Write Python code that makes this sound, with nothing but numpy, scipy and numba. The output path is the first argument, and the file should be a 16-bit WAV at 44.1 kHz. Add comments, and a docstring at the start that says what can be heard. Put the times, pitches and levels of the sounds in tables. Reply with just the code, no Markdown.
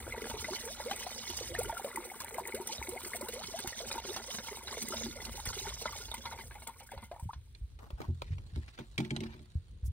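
"""Outdoors in a light breeze, water pours from a plastic bottle into a big plastic jug on stony ground. The
stream gulps, splashes as noise bursts and traps bubbles: short gliding sines that ring in the jug's hollow. It
sags, then thins to drips of splattering grit. The last water sloshes in the bottle and shoes grind gravel, as
shaped noise, while the bottle crackles, then drops and bounces with cracks of noise and decaying modes. Soft
low bumps, short decaying sines, come now and then, most of them near the end."""
import sys
import numpy as np
from scipy import signal
from scipy.fft import rfft, irfft
from scipy.io import wavfile
from scipy.ndimage import uniform_filter1d
from numba import njit

SR = 44100
rng = np.random.default_rng(int(sys.argv[2]) if len(sys.argv) > 2 else 0)


def int16_out(signal):
    """Quantize to a 16-bit WAV file."""
    q = np.round(np.clip(np.atleast_2d(signal).T, -1, 1) * 32767)
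    wavfile.write(sys.argv[1], SR, q.astype(np.int16))


N = 437472
T = np.arange(N) / SR

# Levels in the tables are mix settings; the functions trim, colour and echo them further.
# loudest bubbles: (time [s], pitch [Hz], level [dB], glide [octaves/s])
BUBBLES = [(.077, 565, -30.5, -20), (.123, 2126, -26, -6), (.142, 550, -34, -40), (0.175, 452, -29.5, -4),
           (.179, 1960, -32, -1), (.297, 564, -36, 10), (.487, 870, -33, 7), (.564, 2070, -30.5, -2),
           (0.798, 890, -31.5, 9), (.883, 2150, -31, -2), (.932, 2470, -28, 3), (.312, 902, -30, 4.5),
           (0.341, 427, -29, 1), (.444, 1920, -23.5, 23), (0.521, 346, -33.5, 17), (.802, 543, -29.5, 9),
           (.912, 773, -24.5, 5), (1.066, 720, -27, 12.5), (1.296, 350, -33.5, 3), (1.409, 535, -30.5, -39),
           (1.55, 1710, -23.5, 29), (1.303, 940, -33, 4), (1.372, 4840, -26, -1), (1.547, 710, -31, 5),
           (1.657, 2960, -29, 5), (1.695, 870, -21.5, 6.5), (1.727, 658, -28, 3), (1.769, 1357, -27.5, 4),
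           (1.845, 522, -23.5, 16), (1.958, 2170, -28.5, -21), (2.1, 2140, -31.5, 5), (2.453, 1880, -36, 1),
           (2.522, 2180, -29.5, 6), (2.204, 930, -33, 21), (2.344, 2070, -30, 3), (2.383, 740, -24, -25),
           (2.398, 974, -26.5, 0.5), (2.6, 366, -28.5, 1), (2.815, 945, -31, -15), (2.673, 5960, -26, 5),
           (2.781, 3800, -28.5, -3), (3.06, 384, -34.5, -8), (3.134, 1825, -24, 52), (3.21, 546, -28, 8.5),
           (3.333, 443, -33, 11), (3.729, 1920, -29.5, -5), (3.913, 3740, -25.5, 7), (4.05, 402, -33, -5),
           (4.095, 3600, -30.5, 2), (3.646, 366, -31.5, -3), (3.804, 646, -31.5, 9),
           (3.913, 2440, -26.5, 1), (3.953, 860, -31.5, 10), (4.162, 1140, -35, 12),
           (4.772, 498, -28.5, -14), (4.923, 1280, -27.5, 14), (4.483, 2120, -30, 2), (4.673, 3870, -25, 9),
           (4.727, 1095, -29.5, 2), (4.97, 3680, -26, 12), (5.01, 560, -32.5, -24), (5.173, 2130, -33, -1),
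           (5.455, 3450, -27, 8), (5.492, 1421, -31.5, -3), (5.67, 1410, -30.5, 10),
           (5.93, 1080, -34.5, 15), (4.484, 900, -31.5, 5), (4.935, 608, -27, 7.5), (5.378, 843, -32.5, -3),
           (5.654, 825, -29, 12.5), (5.82, 450, -33.5, 6.5), (5.856, 996, -23.5, 2.5),
           (5.856, 1360, -24, -5), (6.141, 850, -31.5, 14.5), (6.328, 812, -34, 16), (6.554, 790, -36, 10),
           (6.685, 824, -35, 21), (6.115, 3570, -23, 15), (6.313, 1420, -32.5, 0), (6.511, 1610, -36.5, 10),
           (6.935, 523, -36, 9), (6.89, 1650, -41, -12), (6.696, 890, -40, 0), (6.804, 737, -41, 17),
           (6.378, 2240, -38, 14), (6.918, 794, -34.5, -2), (7.114, 590, -27, 21.5), (7.162, 855, -39, -10),
           (7.196, 900, -39, 8), (7.332, 1005, -36.5, 3)]
# loudest lumps of water that slap the surface: (time [s], spray level [dB], slap level [dB])
SPLASHES = [(0.298, -40, -30.5), (0.533, -47, -30), (0.652, -33, -48), (0.91, -32, -28), (0.96, -32.5, -40),
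            (1.299, -36.5, -65), (1.367, -33.5, -55), (1.587, -23.5, -57), (1.63, -30.5, -55),
            (1.776, -33.5, -36.5), (1.845, -36.5, -51), (1.958, -32, -67), (2.202, -32.5, -34),
            (2.341, -35, -63), (2.472, -32, -65), (2.546, -31, -34.5), (2.671, -29, -47), (2.889, -29, -62),
            (3.046, -35.5, -33), (3.138, -40, -44), (3.209, -29.5, -64), (1.067, -55, -41),
            (3.284, -31.5, -34.5), (3.336, -34.5, -45), (3.435, -41, -32), (3.588, -35, -32),
            (3.673, -29, -35.5), (3.915, -41, -38), (3.955, -36.5, -39), (4.162, -33.5, -28),
            (4.343, -38, -35.5), (4.384, -57, -31), (4.483, -42, -37), (4.679, -59, -34.5),
            (0.442, -51, -31), (4.824, -29.5, -65), (4.884, -31, -52), (4.942, -40, -41),
            (5.457, -33.5, -39), (5.528, -63, -32), (5.86, -57, -30.5), (5.922, -41, -46),
            (6.141, -32, -36), (6.253, -55, -32.5), (6.672, -33, -47), (6.799, -49, -47.5),
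            (6.915, -43, -50), (7.037, -46, -56), (7.116, -58, -62), (7.195, -47, -61), (7.332, -71, -42)]
# crackles, then bounces of the empty bottle:
# (time [s], crack level [dB], dull clack level [dB], hollow ring level [dB])
KNOCKS = [(7.549, -50.5, -86, -65), (7.789, -57, -53, -76), (7.904, -57.5, -44.5, -59),
          (8.003, -54, -39.5, -45), (8.016, -48, -43, -51), (8.08, -82, -76, -39),
          (8.219, -42.5, -42.5, -55), (8.382, -53, -53, -52), (8.559, -52, -55, -38),
          (8.788, -49.5, -41, -53), (8.793, -52, -55, -37.5), (8.979, -29.5, -50, -29.5),
          (8.987, -41, -44, -47), (9.002, -41, -42, -40.5), (9.048, -44.5, -64, -42),
          (9.106, -36, -46, -33), (9.163, -37, -47, -40), (9.204, -40.5, -44.5, -37.5),
          (9.235, -45, -50, -44.5), (9.34, -59, -52, -50.5), (9.392, -60, -66, -52.5)]
# dull colour of soft contacts: (frequency [Hz], level [dB])
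DULL_COLOUR = [(250, -1.5), (480, -1), (950, 0.5), (1500, -8), (2500, -23.5), (8000, -27)]
POUR_ENDS_S = 7.05
ASIDE_LEAD_S = 0.000265  # bottle and shoes are off to the left, so the left port hears them first


def undb(db):
    """Decibels to gain."""
    return 10 ** (np.asarray(db) / 20)


def unit(x):
    """Scale to rms 1."""
    return x / np.sqrt(np.mean(x ** 2))


def curve(table):
    """A (time, value) table drawn as straight lines, one value a sample."""
    return np.interp(T, *np.transpose(table))


def shape(points, size):
    """A (Hz, value) table on the frequency bins of a sound of this size."""
    hz, value = np.transpose(points)
    bins = np.fft.rfftfreq(size, 1 / SR)
    return np.interp(np.log(bins + 1), np.log(hz + 1), value)


def colour(x, points):
    """Filter by a (Hz, dB) spectrum; rms 1."""
    return unit(irfft(rfft(x) * undb(shape(points, len(x))), len(x)))


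def add(out, s, x):
    """Mix x into out from time s."""
    i = int(np.clip(s * SR, 0, N - 1))
    out[i:i + len(x)] += x[:N - i]


def fade(t, t60):
    """Exponential decay that loses 60 dB in t60 seconds."""
    return np.exp(-np.log(1000) * t / t60)


def swell(middle, half_length):
    """A smooth rise and fall around a middle time."""
    return np.exp(-((T - middle) / half_length) ** 2)


def flutter(rate, depth_db):
    """A gain that wanders by chance about rate times a second; rms 1."""
    steps = rng.standard_normal(int(T[-1] * rate) + 1)
    wander = np.interp(T * rate, np.arange(len(steps)), steps)
    return unit(undb(depth_db * wander))


def grit(rate, spread_db, bed):
    """Random clicks of very unequal size over a thin hiss."""
    size = undb(spread_db * np.minimum(rng.exponential(size=N), 4))
    clicks = (rng.random(N) < rate / SR) * size * rng.choice([-1, 1], N)
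    return unit(clicks) + bed * rng.standard_normal(N)


def bursts(times, levels_db, rise, t60, tail_db, tail_t60):
    """Envelope of blows: a quick swell, a short decay and a weaker, longer tail."""
    out, t = np.zeros(N), T[:SR // 2]
    blow = (1 - np.exp(-t / rise)) * (fade(t, t60) + undb(tail_db) * fade(t, tail_t60))
    for s, db in zip(times, levels_db):
        add(out, s, undb(db) * blow / blow.max())
    return out


def ring(hz, t60, glide, onset_cycles):
    """A dying sine with a soft onset that glides in pitch while it is loud."""
    t = np.arange(int(t60 * SR)) / SR
    pitch = hz * 2 ** (glide * np.minimum(t, .4 * t60))
    onset = 1 - np.exp(-t * hz / onset_cycles)
    return onset * fade(t, t60) * np.sin(2 * np.pi * np.cumsum(pitch) / SR)


def scatter(x, t60):
    """Short diffuse echo whose paths change every 20 ms, as the water and the source move."""
    hop, t = SR // 50, T[:SR // 16]
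    blocks = np.pad(x, (0, -N % hop)).reshape(-1, hop)
    paths = rng.standard_normal((len(blocks), len(t))) * fade(t, t60)
    paths /= np.linalg.norm(paths, axis=1, keepdims=True)
    out = np.zeros(N)
    for k, echo in enumerate(signal.fftconvolve(blocks, paths, axes=1)):
        add(out, k * hop / SR, echo)
    return out


@njit
def band(x, hz, width, rise):
    """State-variable band-pass with gain 1 at a centre that drifts by about rise Hz per s."""
    y, b, low = np.empty(len(x)), 0., 0.
    g, k = np.tan(np.pi * hz / SR), width / hz
    step = np.pi * rise / SR ** 2
    for i in range(len(x)):
        g += step
        v = (b + g * (x[i] + 1e-18 - low)) * (1 / (1 + g * (g + k)))
        b, low, y[i] = 2 * v - b, low + 2 * g * v, k * v
    return y


def ports(x, diffuse_db, left_lead_s=0):
    """Two microphone ports hear the source with different phase and level, and each its own ground scatter."""
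    # phase by which left leads: (frequency [Hz], lead [radians])
    port_phase = [(0, 0), (2000, .2), (2900, 1.6), (4100, 2.1), (5900, 3.4), (7400, 3), (9000, 0),
                  (10100, -.6), (11600, -3.1), (13500, -6.1), (15000, -7)]
    # left minus right: (frequency [Hz], level [dB])
    port_balance = [(100, 0), (500, -1), (1300, 2), (2200, 1), (3000, -0.5), (4600, -7.5), (5800, -5.5),
                    (7200, 0.5), (15000, -0.5)]
    hz, radians = np.transpose(port_phase)
    bins = np.fft.rfftfreq(N, 1 / SR)
    lead = np.interp(bins, hz, radians) + 2 * np.pi * bins * left_lead_s
    # half of the difference goes to each side
    turn = np.exp(.5j * lead) * undb(shape(port_balance, N) / 2)
    pair = irfft(rfft(x) * np.array([turn, 1 / turn]), N)
    return pair + undb(diffuse_db) * np.array([scatter(side, 0.023) for side in pair])


def outdoors():
    """An uneven breeze rumbles on the microphone, partly shared by both ports, over faint open air."""
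    # breeze: (time [s], level [dB])
    breeze = [(0, -55), (1.2, -60.5), (1.65, -47.5), (1.86, -69), (2.3, -65), (3.3, -61.5), (4.79, -59),
              (5.54, -50.5), (6.5, -60), (7.5, -58), (8.5, -51.5), (8.74, -57), (9.92, -54.5)]
    # colours of the wind rumble and of the open air: (frequency [Hz], level [dB])
    rumble_colour = [(20, -50), (45, 1.5), (75, 1.5), (130, -9.5), (220, -24.5), (500, -33), (2000, -105)]
    air_colour = [(30, 27.5), (150, 1), (400, -8), (1500, 3), (4000, 5), (7000, -15), (10000, -5),
                  (15000, -35)]
    gusts = undb(curve(breeze) + 3.0) * flutter(rate=8.9, depth_db=2.5)
    wind = np.array([colour(rng.standard_normal(N), rumble_colour) * gusts for _ in range(3)])
    air = np.array([colour(rng.standard_normal(N), air_colour) for _ in range(2)])
    return wind[0] + undb(-10.0) * wind[1:] + undb(-70.5) * air


def bumps():
    """Soft, dull thuds of a few cycles, each with a weaker upper partial."""
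    # thuds: (time [s], pitch [Hz], level [dB], t60 [s])
    thuds = [(2.789, 68, -37.5, 0.13), (5.473, 57.6, -18, 0.03), (6.969, 66.3, -32.5, 0.054),
             (7.226, 78.6, -29, 0.088), (7.256, 103, -29.5, 0.084), (7.36, 71, -36, 0.17),
             (7.612, 57.7, -29, 0.15), (7.93, 58.4, -27, 0.093), (8.083, 85, -26.5, 0.25),
             (8.306, 89.7, -27.5, 0.2), (8.529, 93.4, -37.5, 0.24), (8.565, 76.8, -26.5, 0.16),
             (9.19, 96, -42, 0.31), (9.554, 80, -20.5, 0.089), (9.83, 63.8, -29.5, 0.28),
             (9.88, 80, -29.5, 0.16)]
    out = np.zeros(N)
    for s, hz, db, t60 in thuds:
        low = ring(hz, t60, glide=0, onset_cycles=0.33)
        overtone = ring(hz * 1.5, t60, glide=0, onset_cycles=1.0)
        add(out, s, undb(db) * (low + undb(-8) * overtone))
    return out * undb(3.5)


def shoes():
    """Soles grind small stones as the weight shifts, and early on the last water sloshes in the bottle; clothes
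    rustle, and a sleeve swishes near the end."""
    # steps, the first two being sloshes of water in the bottle: (middle [s], half length [s], grit level [dB],
    # dull scuff level [dB])
    steps = [(7.835, 0.032, -83, -42.5), (8.017, 0.049, -70, -45.5), (8.293, 0.05, -64.5, -64),
             (8.62, 0.13, -66.5, -58.5), (8.798, 0.038, -61, -57), (9.055, 0.042, -65, -50),
             (9.244, 0.14, -60.5, -50)]
    # colours of gravel, of rustling clothes and of a sleeve swish: (frequency [Hz], level [dB])
    gravel_colour = [(200, 9), (800, 17), (2000, 30), (4000, 22.5), (6000, 15), (9500, -7), (15000, -39)]
    rustle_colour = [(300, 1.5), (1500, -1), (2500, -7.5), (4200, 2), (5200, -9.5), (9000, -3),
                     (12000, -20), (15000, -14.5)]
    swish_colour = [(2000, -19), (9000, 11), (15000, 2)]
    grinding = sum(undb(db) * swell(s, length) for s, length, db, _ in steps)
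    dragging = sum(undb(db) * swell(s, length) for s, length, _, db in steps)
    stones = colour(grit(rate=1000, spread_db=4.5, bed=0.79), gravel_colour) * grinding
    scuff = colour(grit(rate=430, spread_db=2.0, bed=0.18), DULL_COLOUR) * dragging * undb(-12)
    swish = colour(rng.standard_normal(N), swish_colour) * swell(9.865, 0.016)
    rustle = colour(grit(rate=1000, spread_db=4.5, bed=0.44), rustle_colour) * swell(8.79, 1.07)
    steps_sound = (stones + scuff) * flutter(rate=60, depth_db=5.5)
    return steps_sound + undb(-70.5) * rustle + undb(-56.5) * swish


def bottle_cracks():
    """Each knock cracks and clacks the thin plastic, which goes on crinkling for a moment."""
    # colour of the crack: (frequency [Hz], level [dB])
    crack_colour = [(200, 2), (1400, -5.5), (2300, 14.5), (2700, 1), (3200, 9), (3800, 6.5), (5500, -6),
                    (9000, -5), (15000, -49)]
    s, crack_db, clack_db, _ = np.transpose(KNOCKS)
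    cracks = colour(grit(rate=7200, spread_db=3.5, bed=0.27), crack_colour)
    cracks *= bursts(s, crack_db, rise=0.00038, t60=0.016, tail_db=-19, tail_t60=0.1)
    clacks = colour(rng.standard_normal(N), DULL_COLOUR)
    clacks *= bursts(s, clack_db, rise=0.00039, t60=0.016, tail_db=-19, tail_t60=0.17)
    return cracks + clacks


def bottle_ring():
    """Each knock rings the bottle's modes in new shares; the dented wall springs back and the pitch sags."""
    # modes of the empty bottle, scattered a little at each knock: (frequency [Hz], level [dB], t60 [s])
    bottle_modes = [(139.3, 7.5, 0.19), (177, 7, 0.098), (227.6, 4, 0.29), (310.5, 3, 0.16),
                    (364.3, 1, 0.24), (606, -12, 0.18), (884, -13, 0.2)]
    let_go_s, ring_lag_s = 8.9, 0.00691  # the ring lags behind the crack
    flex_share, flex_t60_s = 0.052, .15  # pitch rise of a dented wall, and its recovery
    out, t = np.zeros(N), T[:SR // 2]
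    turns = np.cumsum(1 + flex_share * (fade(t, flex_t60_s) - .5)) / SR
    for when, _, _, db in KNOCKS:
        modes = np.zeros(len(t))
        for hz, mode_db, t60 in bottle_modes:
            gain = undb(mode_db + 1.9 * rng.standard_normal())
            mode_hz = hz * (1 + 0.016 * rng.standard_normal())
            modes += gain * fade(t, t60) * np.sin(2 * np.pi * mode_hz * turns)
        # the hand damps the bottle until it drops
        held = fade(t, 0.25) if when < let_go_s else 1
        onset = 1 - np.exp(-t / 0.0028)
        add(out, when + ring_lag_s, undb(db - 5.5) * modes * held * onset)
    return out


def hollow(x, ring_db, echo_db, echo_t60):
    """The jug scatters sound between its walls and rings at its air modes, most of which climb as it fills."""
    # air modes at the start: (frequency [Hz], width [Hz], level [dB], rise [Hz/s])
    air_modes = [(240.6, 45, 11.5, -2), (350, 39, -3, 4), (460, 24, -8, 11), (805, 26, -7, 4),
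                 (904, 59, 8, 1.5), (1411, 16, 5.5, 2.5), (1982, 36, 7.5, 12.5), (2180, 130, 5.5, 0.5),
                 (2533, 30, 9.5, 6.5), (3013, 14, 11.5, 8.5), (3347, 22, 4, 9.5), (3790, 75, -0.5, 7)]
    x = x + undb(echo_db) * scatter(x, echo_t60)
    rings = [undb(ring_db + db) * band(x, float(hz), float(width), float(rise))
             for hz, width, db, rise in air_modes]
    return x + sum(rings)


def mouth(x):
    """Some pitches cancel on their way out of the jug."""
    # cancelled pitches at the start: (frequency [Hz], width [Hz], level [dB], rise [Hz/s])
    gaps = [(300, 20, -8.5, -3), (1025, 380, -2, 39), (1560, 38, -0.5, -5), (1847, 53, -7.5, 14),
            (2612, 166, -22, -2), (3210, 135, -15, -9)]
    for hz, width, db, rise in gaps:
        x = x + (undb(db) - 1) * band(x, float(hz), float(width), float(rise))
    return x


def flow_db(t):
    """Strength of the stream relative to full flow: it sags as the bottle empties, then thins to drips."""
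    sag_db_per_s, thins_s, thin_db_per_s = 0.5235, 5.85, 13.5
    return -sag_db_per_s * t - thin_db_per_s * np.clip(t - thins_s, 0, None)


def pouring():
    """1 while the stream runs, falling to 0 as it breaks off."""
    last_drips_s = 0.21
    return 1 / (1 + np.exp((T - POUR_ENDS_S) / last_drips_s))


def drum_swell_db():
    """How much harder than usual the stream drums on the pool."""
    # spells of harder drumming: (middle [s], half length [s], extra level [dB])
    spells = [(0.602, 0.25, 8.5), (4.97, 0.25, 19.5), (6.192, 0.064, 13)]
    return sum(db * swell(s, length) for s, length, db in spells)


def drumming():
    """The falling water drums on the pool and sounds the jug's lowest air modes."""
    drum_colour = [(100, -9.5), (200, -5.5), (228, 15.0), (260, -0.5),
                   (320, -8.0), (367, -3), (470, -13), (900, -43)]  # (frequency [Hz], level [dB])
    drum = colour(grit(rate=200, spread_db=7.0, bed=0.12), drum_colour)
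    return drum * undb(-62.5 + flow_db(T) + drum_swell_db())


def swarm(count, low_hz, high_hz, cycles, spread_db, rise, shrink_per_s=0):
    """Many chance bubbles; small ones ring higher and shorter, most rise, and a weaker stream can trap no big ones."""
    shrinks_s, stray_octaves = 5.09, 0.37  # when bubbles start to shrink; scatter of their pitch
    out = np.zeros(N)
    for when, size, life, loud, depth, stray in rng.random((count, 6)):
        s = when * T[-1]
        lowest = low_hz * 2 ** (shrink_per_s * max(s - shrinks_s, 0))
        hz = lowest * (high_hz / lowest) ** size * 2 ** (stray_octaves * (stray - .5))
        t60 = cycles * (.5 + life) / hz
        bubble = ring(hz, t60, glide=rise * (depth - .3) / t60, onset_cycles=1.0)
        add(out, s, undb(spread_db * loud ** 3) * bubble)
    return unit(out)


def churn():
    """Lesser bubbles bob up all the time and crowd in after every plunge."""
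    s, db = np.vstack([np.array(BUBBLES)[:, ::2], np.array(SPLASHES)[:, ::2]]).T
    stirred = bursts(s, db - 23, rise=0.0014, t60=0.11, tail_db=-13, tail_t60=0.97)
    # even the hardest plunge stirs up no more than this
    ceiling = undb(-47)
    stirred = ceiling * np.tanh(stirred / ceiling)
    # harder drumming adds a little to the bubbling
    steady = undb(-52 + flow_db(T) + 0.11 * drum_swell_db())
    medium = swarm(count=1300, low_hz=347.6, high_hz=1068, cycles=23.5, spread_db=17.0, rise=0.8,
                   shrink_per_s=0.22)
    small = swarm(count=3200, low_hz=1092, high_hz=2420, cycles=14.7, spread_db=17.5, rise=1.0)
    lesser = medium * undb(-7.0) + small * undb(-9.0)
    lesser = lesser * np.hypot(steady, stirred) * flutter(rate=45, depth_db=3)
    return hollow(lesser, ring_db=2.5, echo_db=-2.5, echo_t60=0.016)


def splatter():
    """Beads of water smack the pool: all along while the stream runs, in bursts once it breaks into drips."""
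    # drips of the breaking stream: (time [s], level [dB])
    drips = [(6.255, -44.5), (6.32, -47.5), (6.385, -49), (6.507, -51), (6.553, -63), (6.62, -56.5),
             (6.669, -49.5), (6.802, -54), (6.917, -56), (6.975, -53), (7.024, -54.5)]
    # colour of beads hitting the pool: (frequency [Hz], level [dB])
    bead_colour = [(200, -11), (500, 5), (1000, 4.5), (1700, -2.5), (3000, -2), (4400, -1.5), (5500, -37),
                   (15000, -26)]
    drip_t60_s = .11  # how long the beads of one drip keep falling
    running = colour(grit(rate=260, spread_db=5.5, bed=0.063), bead_colour)
    running *= undb(-58 + flow_db(T)) * pouring()
    dripping = colour(grit(rate=1500, spread_db=1.0, bed=0.23), bead_colour)
    dripping *= bursts(*np.transpose(drips), rise=0.00055, t60=drip_t60_s, tail_db=-16, tail_t60=2 * drip_t60_s)
    return running + hollow(dripping * undb(-2.5), ring_db=-4, echo_db=-10, echo_t60=.03)


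def lesser_lumps(count, mean_db, spread_db):
    """Chance lumps in the stream, as (times, levels in dB); they weaken with the flow."""
    place, size = rng.random((count, 2)).T
    s = (np.arange(count) + place) / count * POUR_ENDS_S
    return s, mean_db + spread_db * (size - .5) + flow_db(s)


def spray():
    """Droplets and tiny bubbles crackle in the jug, flaring at every slap of the stream."""
    # fizz at full flow: (time [s], level [dB])
    fizz_level = [(0, -58.5), (.33, -45), (1.1, -45.5), (1.35, -41), (1.9, -57), (2.58, -65), (2.72, -37.5),
                  (2.87, -58), (3.26, -55), (3.4, -42.5), (4.37, -43), (4.58, -48), (5, -39), (5.3, -49),
                  (5.5, -40.5), (6.3, -45), (6.55, -57.5), (7.5, -50.5)]
    # single drops that tick on the jug's rim: (time [s], level [dB])
    rim_drops = [(2.246, -22.5), (3.603, -19), (3.677, -34), (5.455, -19), (5.856, -41), (6.115, -27.5)]
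    # colours of the droplets and of the slap: (frequency [Hz], level [dB])
    spray_colour = [(150, 2.5), (500, -8.5), (2700, -4), (3700, -9.5), (5500, -3), (8500, 9), (11000, 2.5),
                    (15000, 0.5)]
    slap_colour = [(200, 0.5), (600, -24), (1000, 5), (1600, 4.5), (2150, -3), (2800, 3), (3800, 1.5),
                   (5500, -1.5), (9000, -20), (15000, -49)]
    foam_colour = [(1500, -47), (2800, -2.5), (4500, -1), (6300, 6.5), (7500, -4.5), (12000, -33)]
    sag_share = 0.57  # a thin stream breaks into drops, so the spray sags less than the flow

    s, db = lesser_lumps(count=30, mean_db=-49.0, spread_db=13)
    s, flare_db, slap_db = np.hstack([np.transpose(SPLASHES), [s, db, db]])

    drops = colour(grit(rate=3600, spread_db=5.0, bed=0.25), spray_colour) * undb(-52.5)
    fizz = swarm(count=5000, low_hz=2890, high_hz=6900, cycles=14.3, spread_db=13.5, rise=0.19)
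    # the finest foam merges into a hiss
    foam = colour(grit(rate=6000, spread_db=1.5, bed=0.44), foam_colour)
    fizz = (undb(-9.0) * fizz + undb(-8.5) * foam) * undb(curve(fizz_level))
    wash = (drops + fizz) * undb(sag_share * flow_db(T)) * flutter(rate=55, depth_db=4.5)

    # stray droplets land just before and after the main lump
    patter = bursts(s, flare_db - 39.0, rise=0.0018, t60=0.0081, tail_db=-22, tail_t60=0.041)
    patter = uniform_filter1d(patter, size=1300)
    flare = bursts(s, flare_db - 7.5, rise=0.0017, t60=0.024, tail_db=-23.0, tail_t60=0.19)
    flare = colour(grit(rate=2200, spread_db=-0.5, bed=0.16), spray_colour) * (flare + patter)
    slap = colour(grit(rate=3600, spread_db=-3.0, bed=0.049), slap_colour)
    slap *= bursts(s, slap_db - 10.5, rise=0.00096, t60=0.044, tail_db=-13, tail_t60=0.13)
    ticks = colour(rng.standard_normal(N), spray_colour)
    ticks *= bursts(*np.transpose(rim_drops), rise=.0001, t60=0.004, tail_db=-32, tail_t60=0.013)

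    mix = wash * np.sqrt(pouring()) + splatter() + flare + slap + undb(-10.5) * ticks
    return hollow(mix, ring_db=-6.0, echo_db=-1.5, echo_t60=0.024)


def gulp(low_hz, end_hz, length, lead):
    """A hollow in the water sinks in pitch as it deepens, then climbs until it closes."""
    u = np.arange(-lead * length, 1.25 * length, 1 / SR) / length  # 0 when deepest, 1 at the final pitch
    pitch = low_hz * (end_hz / low_hz) ** np.minimum(np.abs(u) ** 1.4, 1)
    opens = np.clip(1 + u / lead, 0, 1) ** 2
    closes = undb(-6 * np.maximum(u, 0)) * fade(np.maximum(u - .85, 0), .6)
    return opens * closes * np.sin(2 * np.pi * np.cumsum(pitch) / SR)


def gulps():
    """Gulps waver as the stream keeps hitting their hollow."""
    # hollows: (deepest moment [s], lowest pitch [Hz], final pitch [Hz], climb [s], level [dB])
    hollows = [(.665, 450, 900, 0.068, -43.5), (.862, 473, 866, 0.058, -34.5),
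               (1.505, 494.5, 770, 0.054, -41.5), (1.592, 455, 950, .031, -32),
               (1.66, 388, 950, .045, -39.5), (2.335, 452.4, 755, 0.058, -48),
               (2.548, 501, 946, 0.062, -42.5), (2.71, 469, 900, 0.063, -53), (2.928, 462, 970, 0.054, -39),
               (3.243, 836, 1230, .05, -45.5), (3.36, 495, 1006, 0.069, -46),
               (3.54, 643, 1000, .055, -40.5), (3.82, 434, 780, 0.053, -47), (4.085, 354, 595, .06, -43.5),
               (5.16, 550, 940, 0.037, -48), (7.294, 880, 1300, .018, -35.5)]
    lead = .3  # sinking time as a share of climbing time
    out = np.zeros(N)
    for s, low, end, length, db in hollows:
        add(out, s - lead * length, undb(db) * gulp(low, end, length, lead))
    return hollow(out * flutter(rate=170, depth_db=2.5), ring_db=-15, echo_db=-6.5, echo_t60=0.023)


def big_bubbles():
    """Big single bubbles, each born with a wet smack; smaller ones ring higher and shorter."""
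    ring_t60_s, ring_hz, ring_power = 0.051, 464, 0.42  # t60 at ring_hz, and how fast it falls with pitch
    rise_hold_s, large_below_hz = 0.0376, 1000  # large bubbles that rise ring longer: share per (octave/s)
    pinch_off_s = 0.00059  # time in which a bubble closes and starts to ring
    smack_colour = [(200, -45), (600, 6), (2200, -5.0), (3500, -4.5), (15000, -43)]  # (Hz, dB)
    big = np.zeros(N)
    for s, hz, db, glide in BUBBLES:
        longer = 1 + rise_hold_s * max(glide, 0) * (hz < large_below_hz)
        t60 = longer * ring_t60_s * (ring_hz / hz) ** ring_power
        add(big, s, undb(db) / np.sqrt(longer) * ring(hz, t60, glide, hz * pinch_off_s))
    s, _, db, _ = np.transpose(BUBBLES)
    smack = colour(rng.standard_normal(N), smack_colour)
    smack *= bursts(s, db - 21.5, rise=0.00082, t60=0.017, tail_db=-30.0, tail_t60=0.11)
    return hollow(big * undb(-3.0) + smack, ring_db=-17, echo_db=-6.5, echo_t60=0.096)


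def gurgle():
    """Gulps and big bubbles over the churn and the drumming of the stream."""
    return gulps() + big_bubbles() + (churn() + drumming()) * pouring()


def scene():
    """The pour, then the bottle and the shoes, in the open."""
    water = ports(mouth(gurgle()), diffuse_db=-10.0) + ports(mouth(spray()), diffuse_db=-9.5)
    rough = ports(bottle_cracks() + shoes(), diffuse_db=1, left_lead_s=ASIDE_LEAD_S)
    tonal = ports(bumps() + bottle_ring(), diffuse_db=-21.5, left_lead_s=ASIDE_LEAD_S)
    return water + rough + tonal + outdoors()


def record(dry):
    """The phone cuts the deepest bass and the top."""
    bass_cut = signal.butter(2, 28, "high", fs=SR, output="sos")
    top_cut = signal.ellip(8, .2, 70, 15600, fs=SR, output="sos")
    return signal.sosfilt(top_cut, signal.sosfilt(bass_cut, dry))


dry = scene()
out = record(dry)
int16_out(out)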